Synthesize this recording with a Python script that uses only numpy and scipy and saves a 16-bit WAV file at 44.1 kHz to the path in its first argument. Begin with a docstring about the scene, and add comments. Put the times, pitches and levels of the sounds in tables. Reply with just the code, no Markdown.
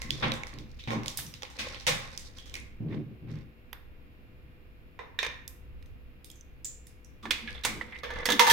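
"""A hand rummages in a plastic bag of coins on top of a drinks machine, and pushes make the sheet-metal
cabinet boom. At about 5 s coins knock on its front, then clink in the palm. From 7.2 s a coin taps and
scrapes the slot plate, and from 8 s it rattles down the chute. Each contact excites the damped modes of
the body it meets. Throughout, a hard room answers every click over the machine's hum and fan."""
import sys
import numpy as np
from scipy import signal
from scipy.fft import rfft, irfft, next_fast_len
from scipy.io import wavfile
from scipy.ndimage import uniform_filter1d, map_coordinates

SR = 44100
rng = np.random.default_rng(int(sys.argv[2]) if len(sys.argv) > 2 else 0)


def waveform_to_disk(signal):
    """Save audio, clipped to [-1, 1], as 16-bit WAV at the path in sys.argv[1]."""
    frames = np.transpose(np.atleast_2d(signal))
    scaled = np.clip(frames, -1, 1) * 32767
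    samples = np.round(scaled).astype(np.int16)
    wavfile.write(sys.argv[1], SR, samples)


N = 375732

# Impacts. Each row: start in seconds, relative level in dB, bass in dB, brightness in dB,
# frequency of one added mode in Hz, its gain in dB, room tail in dB.
BAG_HITS = [(0.0179, -21, -8.5, -7, 2050, 22, -23), (0.1055, -6, -68, -19.5, 3450, 9, -27.5),
            (0.2239, -20.5, 0, -40, 3700, 0, -4.5), (0.3187, -7, -11, -26, 3740, 12, -32),
            (0.3379, -29.5, 2, -0.5, 1980, 7, -19), (0.4342, -30, -4, -10.5, 2180, 26, -28),
            (0.469, -29, -28.5, -9, 2050, 18.5, -20), (0.5382, -55, -3, 6.5, 4310, 39, -28),
            (0.5864, -27, -52, -16, 3800, -20, -22), (0.7888, -41.5, -67, -23, 2420, 1, -0.5),
            (0.838, -33.5, -21, -16.5, 3780, 17, -19.5), (0.8745, -26.5, -7, -23, 780, 26, -11.5),
            (0.9053, -22, 2, -17, 2240, 13, -15), (0.9328, -30.5, 13, -11.5, 6000, 11.5, -18),
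            (0.943, -36, 0, -21, 3800, 6, -22), (1.0336, -28, -1, -12.5, 885, 16, -21.5),
            (1.0595, -23, -5.5, -6.5, 3300, 6, -20.5), (1.0809, -14, -50, -7, 3205, -2, -24),
            (1.1, -35, -30, -1, 5500, 6, -16), (1.2, -29.5, -20, -9.5, 4500, 9, -22),
            (1.265, -32.5, -50, -13, 5890, 26.5, -22.5), (1.3392, -25, -23, -14, 4020, 0, -21.5),
            (1.4217, -25, -12.5, -13.5, 824, 20, -19), (1.432, -21, 1, -17.5, 850, 13, -32),
            (1.4508, -27, -18.5, -23, 2956, 7, -18.5), (1.501, -39, -2.5, -4, 2350, 8, -15.5),
            (1.5873, -29, -12.5, -14.5, 2490, 10, -0.5), (1.7449, -21.5, -18.5, -27, 4400, 7, -18.5),
            (1.8083, -31, -9, -14, 4290, 1.5, -16.5), (1.8669, -13.5, -10, -6.5, 3500, -0.5, -7),
            (2.1662, -39, -13, -10.5, 5170, 9, -20), (2.176, -23, -20, -0.5, 4800, 10.5, -24.5),
            (2.194, -39.5, -25, 0, 6360, 8.5, -13.5), (2.385, -33.5, -16.5, -8.5, 3280, 22, -18),
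            (2.4578, -38.5, -10.5, -8, 3400, 8, -12.5), (2.496, -38.5, -23, -5, 3020, 23, -25),
            (2.5205, -44, -35, -9.5, 3480, 8, -18), (2.5406, -21.5, -15, -6, 2420, 21.5, -24.5),
            (2.5536, -23.5, -12, -8.5, 2160, 25, -25.5), (2.566, -31, -6.5, -5.5, 2140, 17, -21.5),
            (2.6, -44.5, -15.5, 2.5, 9500, 13, -22)]
FRONT_HITS = [(4.9909, -41.5, 8.5, -20, 2000, 20, -8.5), (5.1889, -16.5, -17, -21, 3680, 7.4, -13),
              (5.229, -18, -9, -19.5, 2150, 11, -13.5), (5.248, -28, -4, -12, 1790, 5.4, -28),
              (5.2644, -24.5, -4, -16.5, 2400, 11, -32)]
PALM_HITS = [(1.1728, -23, -68, -1, 9700, 8, -11.5), (1.1891, -32.5, 1, -8.5, 3040, 8, -17),
             (3.7295, -27.5, -2, -25.5, 12230, 34.2, -23.5), (5.4778, -38.5, -33.5, 7, 11800, 20, -20),
             (5.8256, -47, -24, -11.5, 2520, 8.6, -21.5), (5.8594, -54, -21, -2, 2500, 8, -18),
             (6.2448, -40, -49.5, -3.5, 9200, 12, -14), (6.3007, -40.5, -53, -2.5, 3320, 17, -18),
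             (6.3149, -56, -28.5, 13, 7100, 17, -22), (6.357, -64, -12, 6, 6360, 26, -11),
             (6.4095, -63.5, -25, 3, 6100, 33.5, -25), (6.6458, -48, -36, -3.5, 7220, 44.3, -10.5),
             (6.6543, -39.5, -17, 4, 15000, 22, -22.5), (6.8689, -46.5, -24.5, 4.5, 10900, 9, -15.5),
             (7.0459, -61, -21, 10.5, 5700, 24.6, -16)]
SLOT_HITS = [(7.2275, -49, -11.5, -10.5, 1140, 27, 2.5), (7.2544, -35, 3.5, -17, 1780, 18, -11.5),
             (7.3071, -10.5, -19, -15.5, 2430, 7.2, -12.5), (7.4744, -32.5, -20.5, -30, 1690, 22, -6),
             (7.5487, -39, -4, -25, 3500, 15, -10), (7.578, -38.5, -12, -40, 3500, 14, -18),
             (7.6361, -28, -18, -9, 3900, 11, -2.5), (7.6495, -18, -2, -0.5, 2240, 13.8, -11),
             (7.8109, -37.5, 4, -17, 1990, 27.3, -15.5), (7.9234, -48, -1.5, -47, 2070, 34.7, -7),
             (7.9568, -47, -7, -42, 2120, 36, -30)]
CHUTE_HITS = [(8.0336, -30, -3.5, -24, 2250, 10, -5), (8.104, -32, 0.5, -23, 1650, 4.2, -10),
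              (8.1648, -41.5, 10, -27.5, 1690, 5.1, -6), (8.2551, -18.5, -10, -7, 1910, 11, -11),
              (8.2885, -18.5, -0.5, -18, 3580, 9.1, -11), (8.3015, -18, -7, -9.5, 3670, 14, -10.5),
              (8.3205, -16.5, -20, -11, 3300, 7.8, -15), (8.3938, -8.5, -13.5, -12.5, 935, 27.6, -6),
              (8.4677, -19, -7, -9.5, 935, 23, -0.5), (8.4991, -11.5, -14.5, -9.5, 1703, 11, -2.5),
              (8.5114, -15, -36, -7, 1690, 13, -1.5)]

# Damped modes of the struck bodies. Each row: frequency in Hz, bandwidth in Hz, gain in dB.
LID_MODES = [(520, 47.5, 17), (807, 30, 3.43), (1071, 41, 9.3), (2090, 680, 4), (3676, 270, 0.91),
             (5610, 2600, 5.4)]
FRONT_MODES = [(460, 58, 16.5), (1030, 74, 9), (1826, 133, 15.5), (2366, 100, 12.5), (3640, 90, 13.5),
               (5410, 92, 14), (6220, 77, 15)]
COIN_MODES = [(1014, 50, -34), (1850, 550, 8), (3630, 94, 9.5), (5090, 240, 6), (6260, 210, 7),
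              (7700, 130, -6), (9600, 300, 6.5), (11880, 350, 19), (15200, 624, 1.5)]
PLATE_MODES = [(488, 13.4, 20), (2120, 250, 3.6), (3430, 140, 1)]
CHUTE_MODES = [(489, 19, 21.6), (931, 6.2, 13), (1171, 31, 4.99), (1736, 76, 14), (1810, 15, 5),
               (2010, 20, 9.8), (2062, 25, 13), (3424, 250, 3.3), (4500, 42, 2.15), (5340, 130, 4.1),
               (6230, 240, 7)]
# Panel modes. Each row: as above, before the response is squared.
BIG_PANEL_MODES = [(118, 8.2, 4), (146.2, 31, 2.5)]
SMALL_PANEL_MODES = [(230, 28, 0), (290, 54, -5), (352.6, 95, -10.5), (475, 120, -29)]

# Pushes. Each row: start in seconds, rise in seconds, relative peak in dB, small-panel gain in dB.
CABINET_PUSHES = [(0.04, 0.12, -37, -8.5), (0.222, 0.06, -28, -7), (0.53, 0.088, -43.5, -3),
                  (0.872, 0.11, -30.5, -4.5), (1.15, 0.12, -40.5, -14), (1.58, 0.06, -53.5, 4),
                  (1.868, 0.047, -28.5, -19), (2.52, 0.11, -60.5, 6.5), (2.8, 0.18, -27, -8),
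                  (3.08, 0.035, -42, -6), (3.22, 0.13, -33, -11.5), (7.23, 0.047, -51, 7),
                  (7.42, 0.026, -53, 5), (7.645, 0.13, -47, 5.5), (8.28, 0.04, -44, 13),
                  (8.44, 0.019, -49, 3.5)]
# Friction strokes. Each row: start in seconds, rise in seconds, relative peak in dB, brightness in dB.
BAG_STROKES = [(0.0, 0.28, -46.5, 0), (0.15, 0.44, -54, -19), (0.6, 0.2, -66, 2), (1.0, 0.091, -68, -24),
               (1.55, 0.18, -44.5, -0.5), (1.9, 0.23, -53.5, 1.5), (2.17, 0.11, -60, 3.5),
               (2.34, 0.034, -57, 4.5), (2.45, 0.12, -58, -8), (5.235, 0.025, -44.5, -10.5)]
CABINET_CREAKS = [(2.88, 0.06, -51, -18), (3.27, 0.089, -51, -14.5)]

# Envelopes, the first two grouped in spans. Each row: time in seconds, relative level in dB.
PLATE_DRAG = [
    [(7.38, -52), (7.414, -55), (7.516, -51), (7.66, -64.5), (7.782, -66), (8.0, -52.5)],
]
CHUTE_ROLL = [
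    [(8.02, -57.5), (8.154, -40.5), (8.324, -43), (8.45, -63), (8.52, -23)],
]
THROB_ENVELOPE = [(0.0, -51.5), (1.44, -58), (1.64, -54.5), (2.28, -55), (5.17, -60), (5.86, -50.5),
                  (6.19, -59), (6.76, -57), (7.17, -57), (7.55, -53), (7.76, -55), (8.04, -58), (8.16, -48),
                  (8.52, -72)]

# Noise spectra. Each row: frequency in Hz, relative spectral density in dB.
FRICTION_SPECTRUM = [(250, 4.5), (450, -5), (1000, -1), (2000, -1.5), (4000, -7.5), (7000, -29.5),
                     (11000, -34.5), (15800, -48)]
THROB_SPECTRUM = [(8.8, -34), (15, 7.5), (38, -7.5), (49, -2), (65, 5), (86, -15), (110, -8.5),
                  (140, -35.5), (240, -120)]
FAN_SPECTRUM = [(47, -43), (80, -7), (129, -9), (208, -15), (244, -11.5), (380, -18), (422, -18.5),
                (487, -21), (532, -25.5), (613, -24), (842, -29.5), (1680, -27.5), (2480, -27.5),
                (5500, -46.5), (7150, -82), (12100, -120)]
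HISS_SPECTRUM = [(2940, -52), (5000, -16.5), (7060, -9), (8670, -18.5), (9680, -9.5), (14200, -2),
                 (15700, -5.5)]

# The machine's tones. Each row: frequency in Hz, relative level in dB.
WHINE_TONES = [(500.6, -73.5), (2202, -85), (2401, -83), (2449, -85), (2702, -83.5), (2799, -86.5)]
# Stereo width of throb and fan. Each row: frequency in Hz, correlation of left and right.
MACHINE_COHERENCE = [(60, 0.53), (180, 0.84), (550, 0.39), (1650, -0.33), (4970, 0.036), (15000, -0.04)]
# Balance of the fan. Each row: frequency in Hz, level of left over right in dB.
FAN_BALANCE = [(60, 12), (180, 1), (550, -0.5), (1650, -1.0), (4970, -1.5), (15000, -4.5)]
# The hard room. Each row: frequency in Hz, reverberation time in seconds.
ROOM_T60 = [(200, 0.21), (1000, 0.71), (4000, 0.44), (8000, 0.39), (15000, 0.37)]

CRACK_RISE_S, ROOM_RISE_S = 0.00029, 0.0064
FAN_DB, HISS_DB = -58, -77
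BAND_LIMIT_HZ = 15800


def coin_impacts():
    """Impact excitation: coins sound the modes of lid, front, one another, slot plate and chute."""
    lid = impacts(BAG_HITS, LID_MODES, t60_s=0.007, scatter_db=3, pan_db=-8, top_db=-9.5, lag_samples=14)
    front = impacts(FRONT_HITS, FRONT_MODES, t60_s=0.026, scatter_db=1.5, pan_db=-8, top_db=-11.5)
    palm = impacts(PALM_HITS, COIN_MODES, t60_s=0.014, scatter_db=3.5, pan_db=-10, top_db=-9.5)
    slot = impacts(SLOT_HITS, PLATE_MODES, t60_s=0.059, scatter_db=5.5, pan_db=-8, top_db=-11)
    chute = impacts(CHUTE_HITS, CHUTE_MODES, t60_s=0.057, scatter_db=3, pan_db=-7.5, top_db=-5.5)
    return lid + front + palm + slot + chute


def impacts(hits, body, t60_s, scatter_db, pan_db, top_db, lag_samples=0):
    """Source and filter: a short noise crack and its room tail pass through the body's resonances."""
    pad = 256  # samples ahead of each contact
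    out = np.zeros((2, N + SR))
    t = np.arange(-pad, SR // 2) / SR
    envelope = (1 - np.exp(-np.maximum(t, 0) / CRACK_RISE_S)) * amp(-60 * t / t60_s)
    side_db = np.array([[pan_db / 2], [-pan_db / 2]])
    for start, db, low_db, bright_db, ring_hz, ring_db, room_db in hits:
        colour = [(70, low_db - 31), (200, low_db - 13), (450, low_db), (950, low_db + 7),
                  (1900, 0.21 * low_db), (3500, 0.0098), (7800, bright_db),
                  (12500, top_db + 0.77 * bright_db)]
        # Each blow lands elsewhere and weights the modes differently.
        modes = [(hz, width, gain + scatter_db * rng.standard_normal()) for hz, width, gain in body]
        modes.append((ring_hz, 0.061 * ring_hz, ring_db))
        crack = envelope * rng.standard_normal(len(t))
        crack *= np.linalg.norm(envelope) / np.linalg.norm(crack)
        drive = amp(side_db) * crack + amp(room_db + 0.17 * side_db) * room_tail(t)
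        response = lambda hz: amp(along(colour, hz)) * (1.5 + resonances(modes, hz))
        left, right = amp(db - 4) * filtered(drive, response)
        out[0, round(start * SR):][:len(t)] += left
        out[1, round(start * SR) + lag_samples:][:len(t)] += right
    return out[:, pad:N + pad]


def cabinet_boom():
    """Forced vibration: uneven pushes drive a few low modes of the sheet-metal panels."""
    push_db, small_db = swells(CABINET_PUSHES, rise_db=6, fade_db_per_s=134.5)
    force = amp(push_db + 0.24 * wobble(28))
    panels = lambda modes: stereo_noise(lambda hz: abs(resonances(modes, hz)) ** 2,
                                        coherence=[(100, 0.7), (500, 0.875)])
    return force * (amp(-5) * panels(BIG_PANEL_MODES) + amp(small_db) * panels(SMALL_PANEL_MODES))


def scrapes():
    """Friction: the bag slides, the pushed cabinet rasps, a coin rubs along plate and chute."""
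    handling = sum(friction(*swells(strokes, rise_db=10, fade_db_per_s=173), LID_MODES)
                   for strokes in (BAG_STROKES, CABINET_CREAKS))
    drag = friction(level_curve(*PLATE_DRAG), bright_db=-7, body=PLATE_MODES)
    roll = friction(level_curve(*CHUTE_ROLL), bright_db=-17.5, body=CHUTE_MODES)
    return handling + drag + roll


def friction(level_db, bright_db, body):
    """Stick and slip: many tiny catches modulate a hiss coloured by the body's resonances."""
    catches = amp(3 * wobble(150) + 1.5 * wobble(40))
    ticks = amp(5 * wobble(250) + 2.5 * wobble(30))  # in the treble the catches stand apart
    metal = lambda hz: amp(along(FRICTION_SPECTRUM, hz)) * (1 + resonances(body, hz))
    lowpass = lambda hz: 1 / (1 + (hz / 4500) ** 6)
    dull = stereo_noise(lambda hz: metal(hz) * lowpass(hz), coherence=[(400, 0.67), (3000, 0.16)])
    fizz = stereo_noise(lambda hz: metal(hz) * (1 - lowpass(hz)), coherence=[(5000, 0.1)])
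    rasp = unit(catches * dull) + amp(bright_db) * unit(ticks * fizz)
    return amp(level_db) * rasp * amp([[-2], [2]])


def room_tail(t):
    """Reverberation: diffuse sound builds up, then decays exponentially at each frequency's own rate."""
    hz, frame_s, spectrum = signal.stft(rng.standard_normal((2, len(t))), SR, nperseg=256)
    decay = amp(-60 * frame_s / along(ROOM_T60, hz)[:, None])
    tail = signal.istft(spectrum * decay, SR, nperseg=256)[1][:, :len(t)]
    tail *= 1 - np.exp(-np.maximum(t, 0) / ROOM_RISE_S)
    early_boost = 1 + 1.2 * np.exp(-t / 0.019)  # near surfaces reflect most strongly
    return tail * early_boost + 0.047 * tail[::-1]  # a little of each channel reaches the other


def machine_hum():
    """Superposition: a low throb, broadband fan noise and thin, slightly unsteady tones add up."""
    throb = amp(level_curve(THROB_ENVELOPE) + 6 + 1.5 * wobble(3.915))
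    throb = throb * stereo_noise(lambda hz: amp(along(THROB_SPECTRUM, hz)), MACHINE_COHERENCE)
    fan = amp(FAN_DB + 0.29 * wobble(1.9))
    fan = fan * stereo_noise(lambda hz: amp(along(FAN_SPECTRUM, hz)), MACHINE_COHERENCE)
    fan = filtered(fan, lambda hz: amp(along(FAN_BALANCE, hz) * [[0.5], [-0.5]]))
    t = np.arange(N) / SR
    whine = sum(amp(db + 4.5 + 0.7 * wobble(3.53)) * np.sin(2 * np.pi * hz * t + 0.46 * wobble(5.9))
                for hz, db in WHINE_TONES)
    return throb + fan + whine


def resonances(modes, hz):
    """Modal summation: the complex responses of damped oscillators add."""
    return sum(amp(db) * 1j * hz * width / (centre ** 2 - hz ** 2 + 1j * hz * width)
               for centre, width, db in modes)


def stereo_noise(response, coherence):
    """Partial coherence: mid and side noise mix to a set correlation, at an rms of 1."""
    def mid_side(hz):
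        angle = np.arccos(np.clip(along(coherence, hz), -1, 1)) / 2
        return response(hz) * [np.cos(angle), np.sin(angle)]
    mid, side = filtered(rng.standard_normal((2, N)), mid_side)
    return unit(np.array([mid + side, mid - side]))


def swells(strokes, rise_db, fade_db_per_s):
    """Exponential growth and decay: the loudest stroke's level in dB and its last column, per sample."""
    start, rise_s, peak_db, tone_db = np.transpose(strokes)[..., None]
    past_peak = np.arange(N) / SR - start - rise_s
    shape_db = np.where(past_peak < 0, rise_db * past_peak / rise_s, -fade_db_per_s * past_peak)
    level_db = np.where(past_peak < -rise_s, -120, peak_db + shape_db)
    return [uniform_filter1d(c, size=400) for c in (level_db.max(0), tone_db[level_db.argmax(0), 0])]


def level_curve(*spans):
    """Linear interpolation of level in dB over time, falling to silence outside the spans."""
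    points = []
    for span in spans:
        points += [(span[0][0] - 0.02, -100), *span, (span[-1][0] + 0.05, -100)]
    return np.interp(np.arange(N) / SR, *np.transpose(points))


def wobble(rate):
    """Random modulation: a smooth curve with rate knots a second."""
    return map_coordinates(rng.standard_normal(int(N * rate / SR) + 4), [np.arange(N) * rate / SR])


def filtered(x, response):
    """Linear filtering: the spectrum is multiplied by a frequency response."""
    size = next_fast_len(x.shape[-1] + 8192)
    return irfft(rfft(x, size) * response(np.fft.rfftfreq(size, 1 / SR)), size)[..., :x.shape[-1]]


def along(points, hz):
    """Interpolation on a logarithmic frequency axis."""
    knots_hz, values = np.transpose(points)
    return np.interp(np.log(hz + 1), np.log(knots_hz + 1), values)


def amp(db):
    """Decibels as an amplitude ratio."""
    return 10 ** (np.asarray(db) / 20)


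def unit(x):
    """Normalisation to an rms of 1."""
    return x / np.sqrt(np.mean(x ** 2) + 1e-20)


def scene():
    """Superposition: the pressures of all sources add in each channel."""
    return coin_impacts() + cabinet_boom() + scrapes() + machine_hum()


def record(dry):
    """Self-noise and bandwidth: the microphone adds hiss and passes nothing above its band limit."""
    hiss = stereo_noise(lambda hz: amp(along(HISS_SPECTRUM, hz)), coherence=[(8000, 0.00058)])
    return filtered(dry + amp(HISS_DB) * hiss, lambda hz: hz < BAND_LIMIT_HZ)


dry = scene()
out = record(dry)
waveform_to_disk(out)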